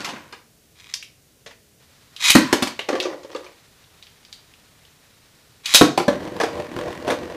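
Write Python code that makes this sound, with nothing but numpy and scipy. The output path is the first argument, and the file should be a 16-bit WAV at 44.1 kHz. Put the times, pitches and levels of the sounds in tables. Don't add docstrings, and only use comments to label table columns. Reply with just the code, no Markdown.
import sys
import numpy as np
from scipy import signal
from scipy.fft import rfft, irfft, next_fast_len
from scipy.io import wavfile
from scipy.ndimage import uniform_filter1d

SR = 44100
rng = np.random.default_rng(int(sys.argv[2]) if len(sys.argv) > 2 else 0)


def dump_mix(stems):
    frames = np.atleast_2d(stems).T
    limited = np.clip(frames, -1, 1)
    pcm = np.round(limited * 32767).astype(np.int16)
    wavfile.write(sys.argv[1], SR, pcm)


N = 324884

# pitch in Hz, relative level in dB, time to die away by 60 dB in seconds.
BOWL_MODES = [(146, -10, 0.23), (203, -14, 0.086), (268, -3, 0.036), (307, 0.5, 0.067), (373, -4, 0.051),
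              (489, -3, 0.083), (587, -2, 0.065), (699, 9, 0.0087), (941, -10.5, 0.058), (1010, 12, 0.051),
              (1514, -2, 0.01), (2510, 12.5, .03), (3010, 0, 0.023), (3840, -8.5, 0.016)]
LAUNCHER_MODES = [(485, -2.5, 0.047), (1020, -1, .015), (2020, 2, .012), (2530, 2.5, 0.054),
                  (2725, -7.5, 0.021), (3460, 2.5, 0.027), (3830, -4, 0.024), (3890, 10, 0.02),
                  (4735, 4.5, .016), (5100, -2, 0.012), (5644, 10, 0.0028), (7200, -2, 0.016)]
BOARD_MODES = [(320, -10, 0.072), (372, 18.5, 0.15), (440, 14, 0.081), (517, 25.5, 0.05), (970, 19, 0.035),
               (1165, 30, 0.041), (1890, -17, 0.071), (2900, -8, 0.063), (3700, 10, 0.013)]


def landing_blows():
    # time in seconds, clack level in dB, thump level in dB,
    # favoured pitch in Hz.
    landings = [(2.3517, -10, -1, 264), (2.5277, -15.5, -10, 380), (2.6237, -19.5, -16.5, 308),
                (2.6721, -26, -29, 280), (5.8113, -13.5, -1, 290), (5.9762, -20, -12.5, 790),
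                (5.9982, -30.5, -17.5, 293), (6.0803, -25.5, -9.5, 460)]
    return bowl_blows(landings, first_db=25.5, lowest_hz=120, chatter_s=0.01, knock_db=-3.0, tick_db=-3)


def ripcord():
    # start in seconds, free in seconds, start level in dB, end level in dB.
    pulls = [(0.77, 0.811, -52, -44.5), (0.848, 0.908, -51.5, -42.5), (2.202, 2.307, -37, -14.5),
             (5.659, 5.752, -34, -22.5)]
    # frequency in Hz, level in dB per Hz.
    cord_colour = [(240, -63.5), (400, -31), (907, -15), (979, -8), (1520, -16), (2470, -7.5),
                   (2870, -13.5), (4070, -4), (4670, -9), (6130, -10), (15000, -28.5)]
    coast_db, coast_db_per_s = -2, 238.5
    teeth_per_s, full_speed_db = 6400, -13
    slow_cord_hz, brightening = 3000, .3

    t = np.arange(N) / SR
    speed = np.full(N, 1e-6)
    for start, free, start_db, end_db in pulls:
        pull = np.interp(t, [start - .03, start, free], [0, *from_db([start_db, end_db])])
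        coast = from_db(end_db + coast_db - coast_db_per_s * np.maximum(t - free, 0))
        speed += np.where(t < free, pull, coast)
    share = np.clip(speed / from_db(full_speed_db), .03, 1)
    teeth = grains(teeth_per_s * np.sqrt(share), spread_db=3.5)
    teeth = teeth / share ** .25 * from_db(0.87 * drift(30))
    shell = rms_one(ring(teeth, LAUNCHER_MODES[1:]))
    rasp = rms_one(colour(teeth, cord_colour) + from_db(-6.0) * shell)
    low = signal.sosfilt(signal.butter(2, slow_cord_hz, "low", fs=SR, output="sos"), rasp)
    high = signal.sosfilt(signal.butter(2, slow_cord_hz, "high", fs=SR, output="sos"), rasp)
    return speed * (low - high * share ** brightening)


def launcher_blows():
    # time in seconds, clack level in dB, favoured pitch in Hz.
    clacks = [(0.9387, -21, 5100), (1.0258, -33, 2650), (2.164, -31.5, 3460), (2.3027, -7, 2550),
              (3.8405, -52.5, 3460), (4.0255, -38.5, 4070), (4.0683, -45, 3080), (4.25, -43, 4410),
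              (4.3274, -33, 4310), (4.538, -46.5, 2760), (4.8509, -48, 3500), (5.658, -19.5, 3600),
              (5.7385, -11, 4000), (5.7462, -2, 3730), (5.7552, -4, 3840)]
    thump_db, thump_per_clack = -12.5, 2
    table = [(s, db, thump_db + thump_per_clack * db, hz) for s, db, hz in clacks]
    return blows(table, LAUNCHER_MODES, first_db=18, lowest_hz=200, chatter_s=0.0037, knock_db=-0.5,
                 tick_db=0.5, crack_db=2.0, crack_s=0.0011, rustle_db=-11.0, rustle_s=0.023)


def racing_top():
    # time in seconds, rumble level in dB,
    # pitch in Hz of the bowl modes under its tip.
    path = [(6.128, -33.5, 360), (6.22, -32.5, 343), (6.362, -35, 446), (6.5, -36.5, 510), (6.6, -32, 576),
            (6.67, -39.5, 412), (6.73, -34.5, 320), (6.81, -35.5, 430), (6.87, -27.5, 514),
            (6.93, -41.5, 433), (6.98, -36.5, 362), (7.06, -31, 514), (7.22, -32, 440), (7.37, -36, 473)]
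    ticks_per_s = 43.5
    base_scrape_db, scrape_follows = -41, 0.26

    turns = np.cumsum(ticks_per_s * (1 + .04 * drift(4.4))) / SR
    touch = np.exp(-(turns % 1) / .1) * from_db(3 * drift(20))
    s, rumble_db, hz = np.transpose(path)
    scrape_db = base_scrape_db + scrape_follows * (rumble_db + 33)
    wobble = from_db(2.52 * drift(13.4))
    gains = gains_in_time(np.transpose([s, rumble_db, scrape_db])) * wobble
    under_hz = np.interp(np.arange(N) / SR, s, hz)
    contact = rng.standard_normal(N) * (0.41 + touch)
    return rolling(gains, BOWL_MODES, contact, ring_db=5.5, lowest_hz=52, under_hz=under_hz)


def wall_blows():
    # time in seconds, clack level in dB, thump level in dB, favoured pitch in Hz.
    wall_hits = [(6.4008, -26, -17.5, 636), (6.4114, -26, -22, 300), (6.4345, -27.5, -15, 620),
                 (7.0779, -28.5, -16.5, 600), (7.1025, -23.5, -18, 505), (7.1194, -32, -19, 467)]
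    return bowl_blows(wall_hits, first_db=29.5, lowest_hz=252, chatter_s=0.012, knock_db=1.5, tick_db=-4)


def rattle_blows():
    # time in seconds, clack level in dB, thump level in dB,
    # favoured pitch in Hz.
    rattles = [(0.0044, -32.5, -38, 275), (0.0459, -25, -47, 1020), (0.0733, -39, -32.5, 1020),
               (0.0879, -34, -33.5, 270), (0.1341, -47, -34.5, 220), (0.1594, -40.5, -40, 1550),
               (0.2242, -66, -61, 1020), (0.3249, -37.5, -42, 1520), (1.4618, -39.5, -43.5, 489),
               (1.508, -48, -51, 1960)]
    return bowl_blows(rattles, first_db=15, lowest_hz=119, chatter_s=0.017, knock_db=-1.5, tick_db=-8)


def toppling_tops():
    # start in seconds, end in seconds, fade in dB per second,
    # rumble level in dB, scrape level in dB.
    toppling = [(0.0, 0.41, 58.5, -38.5, -36.5)]
    contact = grains(900, spread_db=-2.0)
    return rolling(spells(toppling), BOWL_MODES, contact, ring_db=3.0, lowest_hz=80, under_hz=300)


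def skidding_top():
    # start in seconds, end in seconds, fade in dB per second,
    # rumble level in dB, scrape level in dB.
    skidding = [(2.36, 2.72, 36, -43, -30.5)]
    contact = grains(3700, spread_db=2.0)
    return rolling(spells(skidding), BOWL_MODES, contact, ring_db=8.5, lowest_hz=80, under_hz=290)


def floor_blows():
    # time in seconds, clack level in dB, thump level in dB, favoured pitch in Hz.
    knocks = [(2.7915, -23.5, -27.5, 3000), (2.8877, -24, -17, 370), (2.9289, -34, -17.5, 366),
              (2.9532, -32, -20.5, 364), (3.001, -18, -52, 3380), (3.0268, -29, -38, 5840),
              (3.0524, -35, -22.5, 530), (3.1263, -48, -32, 430), (3.2321, -47, -46, 5960),
              (3.2465, -49, -32.5, 480), (3.3162, -44, -63, 5550), (3.3485, -36, -25, 510),
              (3.3616, -37, -35.5, 504), (3.4442, -43, -46, 533), (3.465, -40, -66, 2260)]
    return blows(knocks, BOARD_MODES, first_db=28, lowest_hz=270, chatter_s=0.0085, knock_db=-1,
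                 tick_db=-12.5, crack_db=15.5, crack_s=0.0024, rustle_db=-12.0, rustle_s=0.051)


def floor_sliding():
    # start in seconds, end in seconds, fade in dB per second,
    # rumble level in dB, scrape level in dB.
    sliding = [(2.895, 3.15, 30, -27.5, -42.5), (3.3, 3.5, 34.7, -45, -50)]
    contact = grains(900, spread_db=6.0)
    return rolling(spells(sliding), BOARD_MODES, contact, ring_db=-5.5, lowest_hz=277, under_hz=370)


def whirr():
    # start in seconds, end in seconds,
    # fade in dB per second (below zero it grows), level in dB.
    whirr_spells = [(1.8, 2.2, -11.5, -61), (2.36, 5.8, 0.57, -57)]
    # frequency in Hz, level in dB per Hz.
    whirr_colour = [(350, -22), (600, -8), (1210, -6.5), (1590, -6.5), (1850, -6), (2840, -8), (3300, -7.5),
                    (3930, -6.5), (12000, -25), (15600, -54), (22000, -120)]
    air = colour(rng.standard_normal(N), whirr_colour)
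    return spells(whirr_spells)[0] * air * from_db(1.474 * drift(25.5))


def hush():
    # frequency in Hz, level in dB per Hz.
    hush_colour = [(15, -60), (25, -15), (104, -5.5), (152, -7), (204, -11.5), (305, -13), (379, -16),
                   (410, -12.5), (631, -18), (920, -25), (5430, -23.5), (5890, -23), (15500, -28.5)]
    return from_db(-56.5) * colour(rng.standard_normal(N), hush_colour)


def room(x):
    # frequency in Hz, time to die away by 60 dB in seconds.
    echo_times = [(100, .3), (300, 0.31), (1000, 0.32), (3000, 0.31), (8000, 0.33), (15000, 0.067)]
    t = np.arange(SR // 2) / SR
    tail = 0
    for low in 60 * 2.0 ** np.arange(8):
        band = signal.butter(2, [low, 2 * low], "band", fs=SR, output="sos")
        decay = from_db(-60 * t / at_hz(echo_times, low * np.sqrt(2)))
        tail = tail + signal.sosfilt(band, rng.standard_normal(len(t))) * decay
    tail *= np.clip((t - .002) / 0.018, 0, 1)
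    return signal.fftconvolve(x, tail / np.sqrt(np.sum(tail ** 2)))[:N]


def bowl_blows(table, **contact):
    return blows(table, BOWL_MODES, crack_db=11.5, crack_s=0.0027, rustle_db=-13.5, rustle_s=0.086, **contact)


def blows(table, modes, lowest_hz, first_db, chatter_s, knock_db, tick_db, crack_db, crack_s, rustle_db, rustle_s):
    band_edges = [700, 2000, 6000, 12500]
    knock_follows_thump = 0.62
    tick_per_clack = 1.323
    low_crack_db = -9.5

    span = np.arange(4096) / SR
    out = np.zeros(N + len(span))
    hz, mode_db, t60 = np.transpose(modes)[:, :, None]
    rings = np.sin(2 * np.pi * hz * span) * from_db(mode_db - 60 * span / t60)
    edges = list(zip([lowest_hz, *band_edges[:-1]], band_edges))
    bands = [signal.butter(2, edge, "band", fs=SR, output="sos") for edge in edges]
    for s, clack, thump, struck_hz in table:
        knock = knock_db + clack + knock_follows_thump * (thump - clack)
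        tick = tick_db + tick_per_clack * clack
        away_db = -14.0 * np.abs(np.log2(hz / struck_hz))
        body = np.sum(rings * from_db(away_db + rng.normal(0, 3, hz.shape)), axis=0)
        for k, (band, db) in enumerate(zip(bands, [thump, knock, clack, tick])):
            crack = rng.standard_normal(len(span)) * np.exp(-span / max(crack_s, .0003))
            crack[0] = 8.5
            crack = signal.lfilter([1, -1], np.convolve([1, -.7], [1, -.96]), crack)
            crack = from_db(crack_db + (k == 0) * low_crack_db) * crack
            chatter = rng.standard_normal(len(span)) ** 3 * np.exp(-span / max(chatter_s, .0005))
            chatter[0] = from_db(first_db)
            struck = signal.fftconvolve(chatter, body + lean(crack, struck_hz))[:len(span)]
            sound = signal.sosfilt(band, struck)
            rustle = rng.standard_normal(len(span)) * np.exp(-span / rustle_s) * np.clip(span / 0.0088, 0, 1)
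            rustle = signal.sosfilt(band, lean(rustle, struck_hz))
            rustle *= from_db(rustle_db) / np.sqrt(uniform_filter1d(rustle ** 2, size=512).max())
            rustle *= (k > 0) * np.linspace(1, 0, len(span))
            loudest = np.sqrt(uniform_filter1d(sound ** 2, size=256).max())
            out[round(s * SR):][:len(span)] += from_db(db) * (sound / loudest + rustle)
    return out[:N]


def lean(x, hz):
    boost_db, sharpness_q = 12.5, 2.8
    return x + from_db(boost_db) * signal.lfilter(*signal.iirpeak(hz, sharpness_q, fs=SR), x)


def rolling(gains, modes, contact, ring_db, lowest_hz, under_hz):
    # frequency in Hz, level in dB per Hz.
    rumble_colour = [(24, -47.5), (40, -23), (76, -2), (209, -14), (247, -18.5), (305, 7.5), (413, -2.5),
                     (481, 3.5), (1290, -14.5), (1500, -33), (1950, -6.5), (3300, -120)]
    scrape_colour = [(590, -39), (1000, 1.5), (1290, -9.5), (1470, -6), (2520, -11), (2890, -12),
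                     (5750, -21.5), (13000, -35.5)]
    rumble_gain, scrape_gain = gains
    grind = rms_one(contact) + 1.24 * rng.standard_normal(N)
    rings = 0
    for mode in modes:
        if mode[0] < 1300:
            away_db = -25.0 * np.abs(np.log2(mode[0] / under_hz))
            rings = rings + ring(grind * from_db(away_db), [mode])
    low = colour(grind, rumble_colour) + from_db(ring_db) * rms_one(rings)
    low = signal.sosfilt(signal.butter(2, lowest_hz, "high", fs=SR, output="sos"), low)
    return rumble_gain * rms_one(low) + scrape_gain * colour(contact, scrape_colour)


def grains(per_s, spread_db):
    sizes = from_db(spread_db * np.minimum(rng.exponential(1, N), 4)) * rng.choice([-1, 1], N)
    return sizes * (rng.random(N) < per_s / SR)


def ring(force, modes):
    out = np.zeros(N)
    for k, (hz, db, t60) in enumerate(modes):
        r = from_db(-60 / (t60 * SR))
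        w = 2 * np.pi * hz / SR
        push = (-1) ** k * from_db(db) * np.sin(w)
        out += signal.lfilter([0, push], [1, -2 * r * np.cos(w), r * r], force + 1e-18)
    return out


def spells(rows):
    swell_db_per_s, die_db_per_s = 1197, 299
    t = np.arange(N) / SR
    out = 0
    for start, end, fade_db_per_s, *levels_db in rows:
        edges_db = swell_db_per_s * np.maximum(start - t, 0) + die_db_per_s * np.maximum(t - end, 0)
        shape_db = -fade_db_per_s * (np.clip(t, start, end) - start) - edges_db
        out = out + from_db(np.maximum(shape_db, -200) + np.array(levels_db)[:, None])
    return out


def gains_in_time(rows):
    s, *columns = np.transpose(rows)
    return [from_db(np.interp(np.arange(N) / SR, s, c, -140, -140)) for c in columns]


def drift(rate):
    r = np.exp(-80 * np.pi * rate / SR)
    noise = rng.standard_normal(N // 40 + 2002)
    slow = signal.lfilter([1], [1, -2 * r, r * r], noise)[2000:]
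    return np.interp(np.arange(N) / 40, np.arange(len(slow)), rms_one(slow))


def colour(x, spectrum):
    size = next_fast_len(N)
    cepstrum = irfft(np.log(from_db(at_hz(spectrum, np.fft.rfftfreq(8192, 1 / SR)))))
    cepstrum[1:4096] *= 2
    pulse = irfft(np.exp(rfft(cepstrum[:4096], 8192)))
    return rms_one(irfft(rfft(x, size) * rfft(pulse, size), size)[:N])


def at_hz(points, hz):
    return np.interp(np.log(hz + 1), np.log(np.array(points)[:, 0]), np.array(points)[:, 1])


def rms_one(x):
    return x / np.sqrt(np.mean(x ** 2) + 1e-20)


def from_db(db):
    return 10 ** (np.asarray(db) / 20)


def scene():
    dry = landing_blows() + ripcord() + launcher_blows()
    dry += racing_top() + wall_blows()
    dry += rattle_blows() + toppling_tops() + skidding_top()
    dry += floor_blows() + floor_sliding()
    echoes = from_db(-11) * room(dry)
    return (dry + echoes + whirr() + hush())[None]


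def record(dry):
    flattened = np.clip(dry, -.86, .86)
    return signal.sosfilt(signal.cheby2(18, 80, 16000, fs=SR, output="sos"), flattened)


dry = scene()
out = record(dry)
dump_mix(out)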